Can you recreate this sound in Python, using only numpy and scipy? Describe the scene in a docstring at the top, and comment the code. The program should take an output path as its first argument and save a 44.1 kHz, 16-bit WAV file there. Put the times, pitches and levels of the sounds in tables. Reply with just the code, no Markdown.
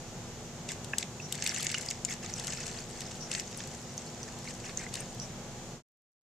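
"""At a table, a camera's two microphones stand close to a small foil tin as liquid wax runs into it.
The first drops patter on bare foil; then the stream spatters as damped sines and a wash of noise.
Bubbles caught in the rising pool snap and ring as rising tones; tin and surroundings echo the pour.
A fan-like machine nearby hums in wandering sines and shaped noise, with a high hiss and a thin whine.
An insect rasps in narrow noise every two seconds, and all of it fades out quickly."""
import sys
import numpy as np
from scipy import signal
from scipy.fft import rfft, irfft, next_fast_len
from scipy.io import wavfile
from scipy.ndimage import map_coordinates

SR = 44100
rng = np.random.default_rng(int(sys.argv[2]) if len(sys.argv) > 2 else 0)


def unload_audio(sound):
    """Save the sound as a 16-bit wav file, at the path given as the first command line argument."""
    columns = np.transpose(np.atleast_2d(sound))
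    # keep every value between -1 and 1, then stretch to whole-number steps
    steps = np.round(np.clip(columns, -1, 1) * 32767)
    wavfile.write(sys.argv[1], SR, steps.astype(np.int16))


N = 280343

# strength of the main stream, which thins to almost nothing and picks up again,
# loud on bare foil and softer as the pool deepens: (time [s], level [dB])
STREAM_FLOW = [(1.239, -65.5), (1.35, -49), (1.46, -41), (1.75, -43), (1.92, -48.5), (2.0, -60.5),
               (2.21, -65), (2.28, -45.5), (2.36, -49), (2.5, -43.5), (2.78, -45), (2.89, -56.5),
               (2.97, -46), (3.14, -53.5), (3.7, -52), (3.84, -55.5), (5.1, -56.5), (5.301, -58)]
# lean of the liquid between the microphones: (frequency [Hz], left-right difference [dB])
LIQUID_LEAN = [(2400, 0), (4400, -1.5), (6000, -4), (7600, 17.5), (12000, 13.5)]

TOP_HZ = 14500  # upper band limit of the camera
SILENT_DB = -120


def amp(db):
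    """Amplitude factor of a level in dB."""
    return 10 ** (np.asarray(db) / 20)


def unit(x):
    """Scale x to rms 1."""
    return x / np.sqrt(np.mean(x ** 2) + 1e-20)


def along(points, hz):
    """Read (frequency [Hz], value) points on a log frequency axis."""
    f, v = np.transpose(points)
    return np.interp(np.log(hz + 1), np.log(f + 1), v)


def clock():
    """Time of every sample in seconds."""
    return np.arange(N) / SR


def lean(db):
    """Left and right gains of mean power 1 for a left-right difference in dB."""
    g = amp(np.array([db, -db]) / 2)
    return g / np.sqrt(np.mean(g ** 2, axis=0))


def wobble(rate):
    """A smooth random curve with rate knots a second."""
    knots = rng.standard_normal(int(N * rate / SR) + 4)
    return map_coordinates(knots, [clock() * rate])


def filtered(x, response):
    """Multiply the spectrum of x by a response of frequency."""
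    n = x.shape[-1]
    m = next_fast_len(n + 2048)  # zeros at the end keep the filter from wrapping round
    spectrum = rfft(x, m) * response(np.fft.rfftfreq(m, 1 / SR))
    return irfft(spectrum, m)[..., :n]


def add(track, s, sound):
    """Mix a short stereo sound in at time s."""
    part = track[:, max(round(s * SR), 0):][:, :sound.shape[1]]
    part += sound[:, :part.shape[1]]


def at_level(sound, db):
    """Give a short stereo sound the energy of 10 ms at this level."""
    return sound * amp(db) * np.sqrt(2 * SR / 100 / (np.sum(sound ** 2) + 1e-20))


def rush(spectrum):
    """Stereo noise of rms 1: mid and side shares make it alike in the bass, unrelated in the treble."""
    # likeness of the two channels: (frequency [Hz], coherence [0-1])
    likeness = [(60, 0.73), (130, 0.98), (290, 0.92), (640, 0.89), (1410, .7), (3100, 0.25), (6800, 0.027)]

    def mid_side_gains(hz):
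        turn = np.arccos(np.clip(along(likeness, hz), -1, 1)) / 2
        return amp(along(spectrum, hz)) * [np.cos(turn), np.sin(turn)]

    mid, side = filtered(rng.standard_normal((2, N)), mid_side_gains)
    return unit(np.array([mid + side, mid - side]))


def tones(lines, drift_hz, waver_db):
    """Sines that wander in level, and in phase by one radian per drift_hz of their pitch."""
    total = 0
    for hz, db in lines:
        level = np.sqrt(2) * amp(db + waver_db * wobble(3.8))
        phase = 2 * np.pi * hz * clock() + hz / drift_hz * wobble(6)
        total = total + level * np.sin(phase)
    return total


def background(throb_hz=28.4, beat_s=2.66):
    """The nearby machine's hum, slow beat and rush of air, with a high hiss and a thin whine."""
    # moving air of the machine: (frequency [Hz], relative density [dB per Hz])
    air_colour = [(20, -20.5), (42, -8.5), (60, -10), (85, -6.5), (110, 0), (150, 1.5), (215, -7.5),
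                  (295, -12.5), (430, -8), (770, -12), (900, -15), (1600, -19), (3300, -22.5),
                  (9000, -42.5)]
    # steady hiss: (frequency [Hz], relative density [dB per Hz])
    hiss_colour = [(1000, -32.5), (3300, -4), (5000, -1.5), (6200, 3.5), (7100, 4), (8000, -2.5),
                   (9200, -12), (11500, -16.5), (14300, -19)]
    # lean of the hiss: (frequency [Hz], left-right difference [dB])
    hiss_sides = [(2400, 1), (4400, -1), (6200, -4), (8000, 13.5), (12000, 1)]
    # thin whine: (frequency [Hz], level [dB rms])
    whine_lines = [(6603, -68), (6962, -65)]
    # lines of the machine: (frequency [Hz], level [dB rms])
    hum_lines = [(58, -66.5), (97, -63), (120, -60.5), (147.5, -58), (193.5, -57.5), (222, -62.5),
                 (240.1, -54.5), (339.5, -61.5), (363.5, -63), (421, -66.5), (504, -64), (700, -65),
                 (758, -65), (838.6, -63.5), (973, -70)]

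    air = amp(-46.0 + 0.65 * wobble(7.8)) * rush(air_colour)
    # two close rotation rates beat against each other
    beat = np.cos(np.pi * clock() / beat_s)
    throb = amp(-54.5) * beat * np.sin(2 * np.pi * throb_hz * clock())
    throb = throb * lean(-6.0)[:, None]
    hiss = amp(-51) * filtered(rush(hiss_colour), lambda hz: lean(along(hiss_sides, hz)))
    # the whine wanders separately in each channel, the hum alike in both
    whine = np.array([tones(whine_lines, drift_hz=7000, waver_db=.7) for side in range(2)])
    hum = tones(hum_lines, drift_hz=577, waver_db=1.0)
    return air + throb + hiss + hum + whine


def foil(x):
    """The colour and sideways lean of spray inside the tin, as a filter for each channel."""
    # colour of foil and microphone on the spray: (frequency [Hz], gain [dB])
    spray_colour = [(700, -17.5), (1250, -1.5), (2000, -1.5), (2800, 0), (3500, -2), (6000, 4), (7800, 8.5),
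                    (9300, -1), (14000, -3.5)]
    return filtered(x, lambda hz: amp(along(spray_colour, hz)) * lean(along(LIQUID_LEAN, hz)))


def droplets(s, hz, gain, cycles, size, scatter_s=.000016):
    """Damped sines, each reaching the two microphones at slightly different times."""
    t = np.arange(SR // 130) / SR
    hz = np.clip(hz, 600, TOP_HZ)[:, None]
    lag = scatter_s * rng.standard_normal((len(s), 1))
    index = (np.round(s * SR).astype(int)[:, None] + np.arange(len(t))).ravel()
    pair = []
    for side in (-.5, .5):
        turns = hz * np.maximum(t + side * lag, 0)
        swell_and_decay = np.exp(-turns / cycles) * (1 - np.exp(-turns))
        ring = gain[:, None] * np.sin(2 * np.pi * turns) * swell_and_decay
        pair.append(np.bincount(index, ring.ravel(), size)[:size])
    return np.array(pair)


def splashes(rows, burst_s=.0036, spread=0.442, count=24):
    """Each splash is a knot of tiny droplets that swells and thins out within a few milliseconds."""
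    # brighter splashes lie further to the left
    centred_hz, left_db_per_octave = 4040, 10
    out = np.zeros((2, N))
    for s, db, hz in rows:
        pan_db = left_db_per_octave * np.log2(max(hz / centred_hz, 1))
        # each knot of droplets swells in softly, peaks and thins out
        place = rng.beta(3, 4, count)
        gain = amp(rng.normal(0, 2.5, count) - 32 * np.abs(place - .38))
        pitch = hz * np.exp(spread * rng.permutation(np.linspace(-1.8, 1.4, count)))
        gain = gain * np.sqrt(pitch / hz)
        knot = foil(droplets(2 * burst_s * place, pitch, gain, cycles=3, size=SR // 40))
        # even out the channels, so that the pan alone sets the lean
        knot = knot / np.linalg.norm(knot, axis=1, keepdims=True)
        # every knot sounds half a dB above its row's level
        add(out, s - burst_s / 2, at_level(knot * lean(pan_db)[:, None], db + .5))
    return out


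def gushes():
    """Strength in dB of wax slopping from the spout: each gush rises, holds and drains away."""
    # separate gushes: (start [s], length [s], level [dB])
    slops = [(0.695, 0.034, -43), (0.985, 0.045, -46.5), (2.09, 0.045, -41.5), (2.232, 0.028, -45),
             (3.307, 0.099, -42.5), (4.2, .01, -50.5), (4.275, .015, -56), (4.37, 0.016, -55.5),
             (4.453, .05, -45.5), (4.64, 0.062, -48), (4.784, 0.055, -45), (4.938, 0.084, -48)]
    rise_s, fall_s = 0.0061, 0.013
    t = clock()
    power = amp(SILENT_DB) ** 2
    for s, length, db in slops:
        outside = np.maximum(s - t, 0) / rise_s + np.maximum(t - s - length, 0) / fall_s
        power = power + (amp(db) * np.exp(-outside)) ** 2
    return 10 * np.log10(power)


def patter(level_db, rate, centre_hz, spread, cycles, uneven_db, full_db):
    """Random droplets, rate a second, that partly merge into a noise wash as the level nears full_db."""
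    draw = rng.random((10000, 4))[:int(rate * N / SR)]
    # two uniform draws make one normal draw
    normal = np.sqrt(-2 * np.log(1 - draw[:, 1])) * np.cos(2 * np.pi * draw[:, 2])
    pitch = centre_hz * np.exp(spread * normal)
    gain = amp(uneven_db * np.minimum(-np.log(1 - draw[:, 3]), 3.3))
    drops = droplets(draw[:, 0] * N / SR, pitch, gain, cycles, size=N)

    def wash_band(hz):
        return np.exp(-(np.log((hz + 1) / centre_hz) / (2 * spread)) ** 2)

    wash = filtered(rush([(1000, 0)]), wash_band)
    # the wash takes half the power at most
    share = .5 * np.minimum(amp(level_db - full_db), 1)
    mix = np.sqrt(1 - share) * unit(foil(drops)) + np.sqrt(share) * unit(foil(wash))
    return amp(level_db) * mix


def trickle(stream_db, gush_db):
    """Stream and gushes stir larger bubbles in the pool and throw fine spatter at the foil."""
    # the gurgle lies under the spatter, gains on it in a strong flow and loses as the pool deepens
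    under_db, growth, strong_flow_db, loss_db_per_s = -2, 1.3, -45, 1.66
    gurgle_db = strong_flow_db + under_db + growth * (stream_db - strong_flow_db)
    gurgle_db = gurgle_db - loss_db_per_s * clock()
    spatter_db = 10 * np.log10(amp(stream_db) ** 2 + amp(gush_db) ** 2)
    gurgle = patter(gurgle_db, rate=750, centre_hz=2322, spread=.27, cycles=3.5,
                    uneven_db=3.5, full_db=-39)
    # a gush drags more air under: larger bubbles, 4 dB under its own strength
    gulp = patter(gush_db - 4, rate=550, centre_hz=2110, spread=.2, cycles=4,
                  uneven_db=3, full_db=-41)
    spatter = patter(spatter_db, rate=850, centre_hz=5900, spread=.29, cycles=5.5,
                     uneven_db=4.2, full_db=-37)
    # the stream lands in quick uneven surges
    surge = unit(amp(2.3 * wobble(110)))
    return surge * (gurgle + gulp + spatter)


def bubbles(attack_s=.0005, rise=.05, snap_t60=0.0045):
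    """A bubble is pinched off with a wet snap, rings and rises a little in pitch."""
    # loudest ringing bubbles: (time [s], level over 10 ms [dB], starting pitch [Hz])
    rings = [(0.934, -36.5, 2570), (0.9334, -37.5, 1617), (1.1997, -44, 2610), (1.4928, -32, 5750),
             (1.545, -35, 7000), (1.748, -34, 2855), (1.7828, -36.5, 7220), (1.887, -34.5, 4860),
             (2.0489, -28.5, 6900), (2.087, -44, 2260), (2.3384, -36, 5960), (3.574, -44.5, 8970),
             (3.9786, -38, 6150), (4.2302, -41.5, 5960), (4.475, -45, 2200), (4.773, -32.5, 6230),
             (4.796, -46, 2067), (4.865, -44, 2040), (5.0054, -40.5, 8450), (5.199, -39.5, 5720)]
    ring_cycles = 43  # cycles in which a bubble dies away by 60 dB
    out = np.zeros((2, N))
    t = np.arange(SR // 30) / SR
    for s, db, hz in rings:
        t60 = ring_cycles / hz
        pan_db = along(LIQUID_LEAN, hz)
        phase = 2 * np.pi * np.cumsum(hz * (1 + rise * t / t60)) / SR
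        # the channels differ more in phase for higher bubbles
        offset = hz / TOP_HZ * rng.standard_normal((2, 1))
        ring = np.sin(phase + offset) * amp(-60 * t / t60)

        def snap_band(f):
            return 1 / (1 + np.abs(np.log((f + 1) / hz) / 0.25) ** 3)

        crack = unit(filtered(rng.standard_normal(len(t)), snap_band))
        snap = .65 * crack * amp(-60 * t / snap_t60)
        pop = (ring + snap) * (1 - np.exp(-t / attack_s)) ** 2
        add(out, s, at_level(pop * lean(pan_db)[:, None], db))
    return out


def insect(rise_s=0.011, fall_s=0.047, centre_hz=5720, width_hz=380):
    """A short rasp of narrow-band noise that returns every two seconds."""
    # rasps at their peak: (time [s], level [dB])
    rasp_peaks = [(1.228, -46.5), (3.216, -42.5), (5.215, -44.5)]
    t = clock()
    swell = 0
    for s, db in rasp_peaks:
        swell = swell + amp(db) * np.exp(-((t - s) / np.where(t < s, rise_s, fall_s)) ** 2)

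    def rasp_band(hz):
        return 1 / (1 + ((hz - centre_hz) / width_hz) ** 2)

    rasp = filtered(rng.standard_normal((2, N)), rasp_band)
    return swell * unit(rasp)


def strays(stream_db, count=80):
    """Rows for lesser splashes at random moments, their level following the stream that throws them."""
    over_stream_db, scatter_db, typical_hz = 3, 1, 5400
    s = rng.uniform(STREAM_FLOW[0][0], STREAM_FLOW[-1][0], count)
    size, colour = rng.uniform(-1.7, 1.7, (2, count))
    db = np.interp(s, clock(), stream_db) + over_stream_db + scatter_db * size
    return list(zip(s, db, typical_hz * np.exp(.2 * colour)))


def echoes(x, near_db=-9, near_t60=.022, room_db=-14):
    """Tin, pitcher and table answer at once, the surroundings more faintly, as decaying noise."""
    # reverberation of the nearby surroundings: (frequency [Hz], time to fall 60 dB [s])
    room_t60 = [(500, 0.087), (3000, 0.31), (10000, .1)]
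    hz, t, z = signal.stft(rng.standard_normal((2, SR // 4)), SR, nperseg=256)
    decay = amp(-60 * t / along(room_t60, hz)[:, None])
    tail = signal.istft(z * decay, SR, nperseg=256)[1]
    age = np.arange(tail.shape[1]) / SR
    near = rng.standard_normal(tail.shape) * amp(-60 * age / near_t60) * (age > .0007)
    near_part = amp(near_db) * near / np.linalg.norm(near[0])
    room_part = amp(room_db) * tail / np.linalg.norm(tail[0])
    return signal.fftconvolve(x, near_part + room_part, axes=1)[:, :N]


def scene():
    """The pour close by and its echoes, over the machine and the insect."""
    # loudest splashes on foil and pool: (time [s], level over 10 ms [dB], centre [Hz])
    loud_splashes = [(0.689, -38, 4530), (0.718, -38.5, 6300), (0.845, -44.5, 5900), (0.935, -37.5, 1100),
                     (0.983, -27.5, 6500), (1.027, -36, 4240), (1.324, -32, 6600), (1.352, -40, 6850),
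                     (1.423, -32.5, 4080), (1.44, -40, 8500), (1.463, -30, 4760), (1.474, -34.5, 5240),
                     (1.562, -36.5, 4430), (1.629, -35.5, 5940), (1.667, -31.5, 4370), (1.743, -32.5, 3210),
                     (1.903, -39, 9000), (1.91, -33.5, 4300), (2.051, -39, 5300), (2.123, -43, 4530),
                     (2.137, -42, 6060), (2.397, -39, 6050), (2.47, -37.5, 6700), (3.315, -33.5, 5150),
                     (3.349, -34.5, 3980), (3.397, -35, 4693), (3.603, -42.5, 3750), (4.694, -46, 2560),
                     (4.94, -37, 6370), (4.954, -37.5, 5900)]
    surroundings = background() + insect()
    flow_s, flow_db = np.transpose(STREAM_FLOW)
    stream_db = np.interp(clock(), flow_s, flow_db, left=SILENT_DB, right=SILENT_DB)
    wax = trickle(stream_db, gushes())
    wax = wax + splashes(list(loud_splashes) + strays(stream_db))
    wax = wax + bubbles()
    return wax + echoes(wax) + surroundings


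def record(dry):
    """The camera's band limit, then a quick fade to near silence."""
    # closing fade: (time [s], gain [factor])
    fade = [(5.737, 1), (5.825, 0.00063)]
    limited = filtered(dry, lambda hz: hz < TOP_HZ)
    return limited * np.interp(clock(), *np.transpose(fade))


dry = scene()
out = record(dry)
unload_audio(out)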